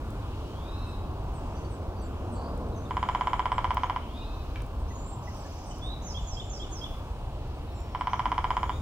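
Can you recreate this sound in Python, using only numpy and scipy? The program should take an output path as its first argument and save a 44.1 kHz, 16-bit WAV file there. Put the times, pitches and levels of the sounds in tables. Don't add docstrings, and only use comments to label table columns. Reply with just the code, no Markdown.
import sys
import numpy as np
from scipy import signal
from scipy.fft import rfft, irfft, next_fast_len
from scipy.io import wavfile
from scipy.ndimage import uniform_filter1d

SR = 44100
rng = np.random.default_rng(int(sys.argv[2]) if len(sys.argv) > 2 else 0)


def gain_from_db(level_db):
    decades = np.asarray(level_db, float) / 20
    return 10 ** decades


def wav_out(sig):
    wavfile.write(sys.argv[1], SR, np.round(np.clip(np.atleast_2d(sig).T, -1, 1) * 32767).astype(np.int16))


N = 388521


def curve(table, hz):
    f, v = np.transpose(table)
    return np.interp(np.log(hz + 1), np.log(f), v)


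def walk(rate):
    hold = int(SR / rate)
    steps = np.repeat(rng.standard_normal(N // hold + 1), hold)
    return 1.4 * uniform_filter1d(uniform_filter1d(steps, hold), hold)[:N]


def add(out, s, sound):
    i = int(s * SR)
    out[i:i + len(sound)] += sound[:max(N - i, 0)]


def swell(n, edge):
    return signal.windows.tukey(n, np.clip(edge, 0, 1))


def modes(table, n):
    t = np.arange(n) / SR
    return np.array([gain_from_db(db) * np.exp(-np.log(1000) * t / t60) * np.sin(2 * np.pi * hz * t)
                     for hz, db, t60, *_ in table])


def wood(x, t60, wet_db, left_db, lag):
    t = np.arange(SR // 3) / SR
    both, left, right = rng.standard_normal((3, len(t)))
    sides = np.array([left, right])
    low = signal.butter(2, 1600, fs=SR, output="sos")
    scatter = sides + signal.sosfilt(low, both - sides)
    scatter *= np.exp(-np.log(1000) * t / t60) * np.clip(t / 0.0015, 0, 1)
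    scatter *= gain_from_db(wet_db) / np.sqrt(np.sum(scatter[0] ** 2))
    direct = np.array([gain_from_db(left_db / 2) * np.roll(x, lag), gain_from_db(-left_db / 2) * x])
    return direct + signal.oaconvolve(x[None], scatter, axes=1)[:, :N]


def slurs(notes, edge, flutter):
    out = np.zeros(N)
    for s, length, from_hz, to_hz, bend, db in notes:
        u = np.linspace(0, 1, int(length * SR))
        hz = to_hz + (from_hz - to_hz) * (1 - u) ** bend
        add(out, s, gain_from_db(db) * swell(len(u), edge) * np.sin(2 * np.pi * np.cumsum(hz) / SR))
    return np.sqrt(2) * out * (1 + flutter * walk(300))


# f/Hz, level/dB per Hz
AIR_SPECTRUM = [(25, -5), (49, 0), (85, -2), (169, -16.5), (305, -17), (480, -21.5), (684, -21),
                (1050, -22), (1900, -42), (2700, -37), (4300, -43.5), (5600, -47), (8200, -51.5),
                (15500, -54.5)]
# f/Hz, share 0-1
PORT_LIKENESS = [(60, 0.99), (130, 1), (290, 0.87), (640, 0.9), (1410, 1), (3100, 0.38), (6800, 0.04),
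                 (15000, 0.02)]
# t/s, level/dB
PASSING_VEHICLE = [
    (0.0, -44),
    (2.13, -41.5),
    (2.45, -39),
    (3.83, -45.5),
    (4.86, -45),
    (6.89, -47.5),
    (8.81, -46),
]


def traffic():
    top_hz, hum_share = 15800, 0.69
    size = next_fast_len(N)
    hz, t = np.fft.rfftfreq(size, 1 / SR), np.arange(N) / SR
    both, left, right = rfft(rng.standard_normal((3, size)))
    share = np.clip(curve(PORT_LIKENESS, hz), 0, 1)
    late = np.exp(-2j * np.pi * hz * 5.5 / SR)
    common = np.sqrt(share) * np.array([both * late, both])
    separate = np.sqrt(1 - share) * np.array([left, right])
    ports = (hz < top_hz) * gain_from_db(curve(AIR_SPECTRUM, hz)) * (common + separate)
    s, db = np.transpose(PASSING_VEHICLE)
    near_db = np.interp(t, s, db - np.median(db))
    surge_db = .5 * walk(3.016)
    out = 0
    for centre in 2 ** np.arange(4.5, 14.1, .5):
        part = np.clip(1 - 2 * abs(np.log2((hz + 1) / centre)), 0, 1)
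        if centre < 130:
            rise = surge_db
        elif centre < 600:
            rise = near_db
        else:
            rise = hum_share * near_db * (centre < 1600)
        out = out + irfft(ports * part, size)[:, :N] * gain_from_db(rise + 1.45 * walk(5))
    return out * gain_from_db(-34.5) / np.std(out)


# t/s, level/dB, top level/dB
CAMERA_TICKS = [
    (0.1047, -51, -3),
    (2.5765, -51, -26),
    (3.7444, -45.5, 2),
    (4.62, -48, -21),
    (4.6644, -56, -5),
    (5.346, -56, -25),
    (5.7833, -50, -33),
    (7.476, -60, -26),
    (7.8044, -51, -29),
]


def camera():
    out, t = np.zeros((2, N)), np.arange(300) / SR
    body_band = signal.butter(1, [6500, 11000], "band", fs=SR, output="sos")
    top_band = signal.butter(2, [14500, 16300], "band", fs=SR, output="sos")
    for s, db, top_db in CAMERA_TICKS:
        tick = rng.standard_normal((2, 300)) * np.exp(-t / 0.0019) * np.clip(t / 0.00044, 0, 1)
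        body, top = signal.sosfilt(body_band, tick), signal.sosfilt(top_band, tick)
        add(out.T, s, (gain_from_db(db + 9.0) * body + gain_from_db(db + top_db + 16) * top).T)
    return out


# voiced from t/s, crest t/s, crest f/Hz, level/dB, hoarseness 0-1
MEW_CALLS = [
    (.4, .78, 1325, -57.5, .05),
    (3.98, 4.285, 1295, -55, .8),
    (7.66, 7.62, 1335, -65, .5),
    (8.66, 8.87, 1310, -54.5, .05),
]
# multiple of the pitch, level/dB
MEW_HARMONICS = [
    (2, -5),
    (3, 0),
    (4, -15),
]
# t/s from its crest, pitch as share of the crest, level/dB
MEW_ARC = [
    (-.38, .71, -11),
    (-.27, .77, -5),
    (-.18, .85, -4),
    (-.11, .935, -1),
    (0, 1, 0),
    (.17, .975, -4),
    (.26, .96, -15),
]


def mewing():
    out, t = np.zeros(N), np.arange(N) / SR
    s, share, arc_db = np.transpose(MEW_ARC)
    (low, low_db), *upper = MEW_HARMONICS
    for start, crest, crest_hz, db, hoarse in MEW_CALLS:
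        pitch = crest_hz * np.interp(t - crest, s, share)
        jitter = (.003 + .009 * hoarse) * walk(150)
        phase = 2 * np.pi * np.cumsum(pitch * (1 + jitter)) / SR
        octave = gain_from_db(low_db) * np.clip((pitch - 1150) / 90, 0, 1) * np.sin(low * phase)
        whole = 1 - hoarse * np.clip(1 + (t - crest) / .1, 0, 1)
        strands = whole + .95 * np.sin(phase / 6.3) + .4 * hoarse * np.sin(phase / 2.1)
        nasal = sum(gain_from_db(order_db) * np.sin(k * phase) for k, order_db in upper)
        level = gain_from_db(db + np.interp(t - crest, s, arc_db, -90, -90))
        out += level * np.clip((t - start) / .03, 0, 1) * (octave + nasal * strands)
    return wood(out * (1 + .35 * walk(60)), .5, -1, 1.5, lag=2)


# t/s, length t/s, end f/Hz, level/dB
FALLING_CHIPS = [(.858, .05, 8000, -68), (1.335, .06, 7900, -63), (1.7, .06, 7900, -62),
                 (2.01, .065, 7300, -61), (2.315, .065, 7600, -61), (2.33, .045, 8400, -66),
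                 (3.515, .08, 7500, -63), (4.79, .04, 8200, -71), (5.07, .05, 8100, -62),
                 (5.36, .035, 8000, -65), (5.385, .05, 7600, -66), (5.655, .07, 8000, -62),
                 (5.83, .05, 8200, -65)]
# t/s, length t/s, f/Hz, level/dB
HELD_WHISTLES = [
    (1.565, .025, 4700, -66),
    (1.645, .028, 4550, -65),
    (2.33, .18, 4550, -67),
    (2.42, .14, 4900, -71),
    (2.2, .3, 4100, -76),
    (7.63, .65, 5500, -75),
    (8.35, .3, 5050, -75),
]
# t/s, length t/s, from f/Hz, to f/Hz, level/dB
GLIDING_WHISTLES = [
    (1.95, .13, 4650, 4550, -68),
    (1.98, .045, 5700, 6150, -67),
    (2.6, .03, 8300, 7900, -70),
    (2.67, .03, 8300, 7900, -70),
    (2.72, .05, 4100, 3600, -68),
    (2.75, .05, 6500, 6000, -65),
    (2.79, .07, 6250, 6200, -68),
    (2.85, .02, 3800, 3500, -65),
    (3.81, .07, 6000, 6800, -68),
]
# t/s, length t/s, f/Hz, level/dB
LOW_CHUCKS = [
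    (4.212, 0.024, 2790, -59),
    (4.904, .018, 1980, -57),
    (5.272, 0.017, 1994, -52),
    (5.45, .013, 1720, -54),
    (5.702, .015, 1975, -61),
    (6.068, .015, 1990, -63),
    (6.427, 0.022, 2100, -67),
]
# t/s, length t/s, end f/Hz, level/dB
SHALLOW_CHIPS = [
    (6.705, .04, 7800, -65),
    (7.54, .035, 8000, -72),
    (7.74, .11, 7250, -63),
    (7.985, .04, 7750, -69),
]


def small_birds():
    straight_s = .023
    chuck_rise = 0.036
    chips = [(s, length, 9100, hz, length / straight_s, db) for s, length, hz, db in FALLING_CHIPS]
    chips += [(s, length, hz + 630, hz, length / straight_s, db) for s, length, hz, db in SHALLOW_CHIPS]
    whistles = [(s, length, hz, hz, 1, db) for s, length, hz, db in HELD_WHISTLES]
    whistles += [(*row[:4], 1.3, row[4]) for row in GLIDING_WHISTLES]
    chucks = [(s, length, hz * (1 - chuck_rise), hz * (1 + chuck_rise), 1, db)
              for s, length, hz, db in LOW_CHUCKS]
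    overhead = gain_from_db(.5) * wood(slurs(chips, .3, .15), .4, -4, -1.5, lag=-1)
    whistling = gain_from_db(1.5) * wood(slurs(whistles, .4, .5), .3, -6, 1.5, lag=1)
    chucking = wood(slurs(chucks, .7, .5), .15, -4, .5, lag=2)
    return overhead + whistling + chucking


# t/s, length t/s, centre f/Hz, spread f/Hz, level/dB
BUZZY_TRILLS = [
    (1.55, 0.05, 5960, 300, -64),
    (2.879, .58, 7070, 350, -69.5),
    (5.2, .62, 5580, 587, -61),
    (6.015, 0.12, 6300, 400, -56.5),
    (6.18, 0.46, 7180, 248, -62),
    (8.09, 0.073, 5970, 296, -61.5),
    (8.45, .4, 6870, 200, -68.5),
]
# t/s, length t/s, from f/Hz, to f/Hz, level/dB
OPENING_NOTES = [
    (4.875, .06, 5400, 6750, -64),
    (4.915, .26, 6550, 7550, -59),
    (5.708, .016, 3050, 3000, -54),
    (5.708, .016, 6100, 6000, -58),
    (5.808, .15, 3300, 3980, -50),
]
# t/s, level/dB
FALL_AND_TRILL = [
    (6.035, -51.5),
    (6.261, -51),
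    (6.487, -51.5),
    (6.705, -51),
]


def sparrow():
    notes = [(s, length, from_hz, to_hz, 1.6, db) for s, length, from_hz, to_hz, db in OPENING_NOTES]
    notes += [(s, .108, 7200, 4780, 1.25, db) for s, db in FALL_AND_TRILL]
    trill = [(s + .105, db + 5) for s, db in FALL_AND_TRILL]
    notes += [(s, .04, 3230, 3420, .7, db - 3) for s, db in trill]
    notes += [(s + .027, .016, 3350, 3600, 1.1, db) for s, db in trill]
    notes += [(s + .048, .014, 3150, 2950, 1.5, db - 8) for s, db in trill]
    ticks_from_s, tick_gap_s, tick_db, start_db = 5.231, .0583, -64.5, -4
    notes += [(ticks_from_s + k * tick_gap_s, .012, 8000, 6400, 1.1, tick_db + start_db / 2 ** k)
              for k in range(10)]
    buzz = np.zeros(N)
    vibrato_hz = 110 + 25 * walk(40)
    wobble = np.sin(2 * np.pi * np.cumsum(vibrato_hz) / SR) + 0.55 * walk(400)
    for s, length, hz, spread_hz, db in BUZZY_TRILLS:
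        w = wobble[int(s * SR):int((s + length) * SR)]
        tone = np.sin(2 * np.pi * np.cumsum(hz + spread_hz * w) / SR)
        add(buzz, s, 1.36 * gain_from_db(db) * swell(len(w), 0.14) * tone)
    song = slurs(notes, .35, .25)
    return gain_from_db(3.0) * wood(song, 0.55, -2.7, -6.0, lag=-4) + wood(buzz, 0.76, 1.3, -6.5, lag=-5.5)


# first blow t/s, blows, first gap t/s, each gap longer by t/s
DRUM_ROLLS = [
    (2.9086, 18, .05966, .000285),
    (7.9487, 13, .06097, .000205),
]


def blow_rows():
    uneven_ms, uneven_db = .3, .35
    rows = []
    for start, count, gap, longer in DRUM_ROLLS:
        k, chance = np.arange(count), rng.standard_normal((count, 2)).T
        s = start + gap * k + longer * k * (k - 1) / 2 + uneven_ms / 1000 * chance[0]
        warm_up_db = -6 * np.exp(-k / 1.3)
        tire_db = -3.5 * np.exp((k + 1 - count) / 1.3)
        rows += zip(s, 1.33 + warm_up_db + tire_db + uneven_db * chance[1])
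    return rows


# f/Hz, level/dB, t60 t/s, side of the bark that moves out first
TRUNK_MODES = [(735, -25.3, 0.0162, -1), (953, -29.0, 0.0741, 1), (1001, -19.5, 0.0508, 1),
               (1373, -21.5, 0.0063, -1), (1728, -48.3, 0.0263, -1), (1995, -30.0, 0.0114, -1),
               (2341, -27.8, 0.0114, 1), (3059, -12.4, 0.0069, 1), (3067, -12.1, 0.0052, -1),
               (5264, -58.8, 0.029, 1)]
# f/Hz, level/dB, t60 t/s
BARK_MODES = [(2665, -44.5, 0.014), (2830, -50, 0.02), (2990, -44.5, 0.029), (4450, -43.5, 0.0065),
              (5060, -41.5, 0.0091), (7050, -57, 0.0073), (9850, -48, 0.0082)]
# arrival t/ms, left late by samples, left gain, right gain
ECHO_PATHS = [(0.59, 1.5, 0.85, 1.0), (8.47, 2.2, 0.74, 0.85), (12.84, 0.4, 0.26, 0.24),
              (17.04, 0.2, -0.11, 0.03), (20.94, 0.0, 0.06, -0.01), (26.09, 0.7, 0.18, 0.2),
              (32.16, 1.0, 0.11, 0.13), (36.69, -0.4, 0.07, 0.09), (40.53, -0.1, 0.02, 0.05),
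              (43.65, -0.4, 0.09, 0.06)]


def drumming():
    blows, cracks, heard = np.zeros(N), np.zeros(N), np.zeros((2, 6000))
    trunk = TRUNK_MODES[:-1]
    ring = np.array(trunk)[:, 3] @ modes(trunk, n=6000)
    ring = ring + np.roll(modes(BARK_MODES, n=6000).sum(0), 30)
    dull = signal.lfilter([.141], [1, -.859], ring)
    dull *= 0.68 + 0.52 / (1 + (np.arange(6000) / SR / 0.0019) ** 4)
    for k, (lag_ms, late, left, right) in enumerate(ECHO_PATHS):
        sound = np.roll(dull if k else ring, round((lag_ms - .5) * SR / 1000))
        heard += np.array([left * np.roll(sound, round(late)), right * sound])
    crack_decay = np.exp(-np.arange(400) / SR / 0.0023)
    for s, db in blow_rows():
        blows[round(s * SR)] = gain_from_db(db)
        add(cracks, s, gain_from_db(-51.5 + 2 * db) * rng.standard_normal(400) * crack_decay)
    cracks = signal.sosfilt(signal.butter(2, [3500, 10500], "band", fs=SR, output="sos"), cracks)
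    bright_start = np.diff(ring[:90] * np.hanning(180)[90:], prepend=0)
    knock = signal.fftconvolve(blows, bright_start)[:N]
    knock = signal.sosfilt(signal.butter(2, 2900, fs=SR, output="sos"), knock)
    thud = signal.fftconvolve(blows, ring[:260] * np.hanning(520)[260:])[:N]
    far = gain_from_db(9.5) * (wood(knock, 0.23, 0, 0, lag=0) - knock)
    far += gain_from_db(-10) * (wood(thud, 0.67, 0, 0, lag=0) - thud)
    near = signal.fftconvolve(blows[None], heard, axes=1)[:, :N]
    roll = near + far + wood(cracks, .3, 3, -2.5, lag=1.8)
    return signal.sosfilt(signal.butter(4, 11500, fs=SR, output="sos"), roll)


# t/s, level/dB
TWIG_SNAPS = [
    (4.559, -36.5),
    (4.605, -46),
]
# f/Hz, level/dB, t60 t/s
TWIG_MODES = [(1720, -2, .022), (2350, 0, .03), (2650, -3, .015), (3050, -4, .02), (3500, -8, .015)]


def twig():
    out = np.zeros(N)
    for s, db in TWIG_SNAPS:
        force = rng.uniform(0.47, 1, len(TWIG_MODES))
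        add(out, s, gain_from_db(db) * force @ modes(TWIG_MODES, n=3000))
    return wood(out * (1 + .3 * walk(900)), 0.23, -2, .5, lag=2.2)


def scene():
    return traffic() + camera() + mewing() + small_birds() + gain_from_db(-0.36) * sparrow() + drumming() + twig()


def band_limit(x):
    return signal.sosfilt(signal.butter(12, 16800, fs=SR, output="sos"), x)


def record(dry):
    heard = dry - .5 * signal.lfilter(*signal.iirpeak(11200, 9, fs=SR), dry)
    return band_limit(heard)


dry = scene()
out = record(dry)
wav_out(out)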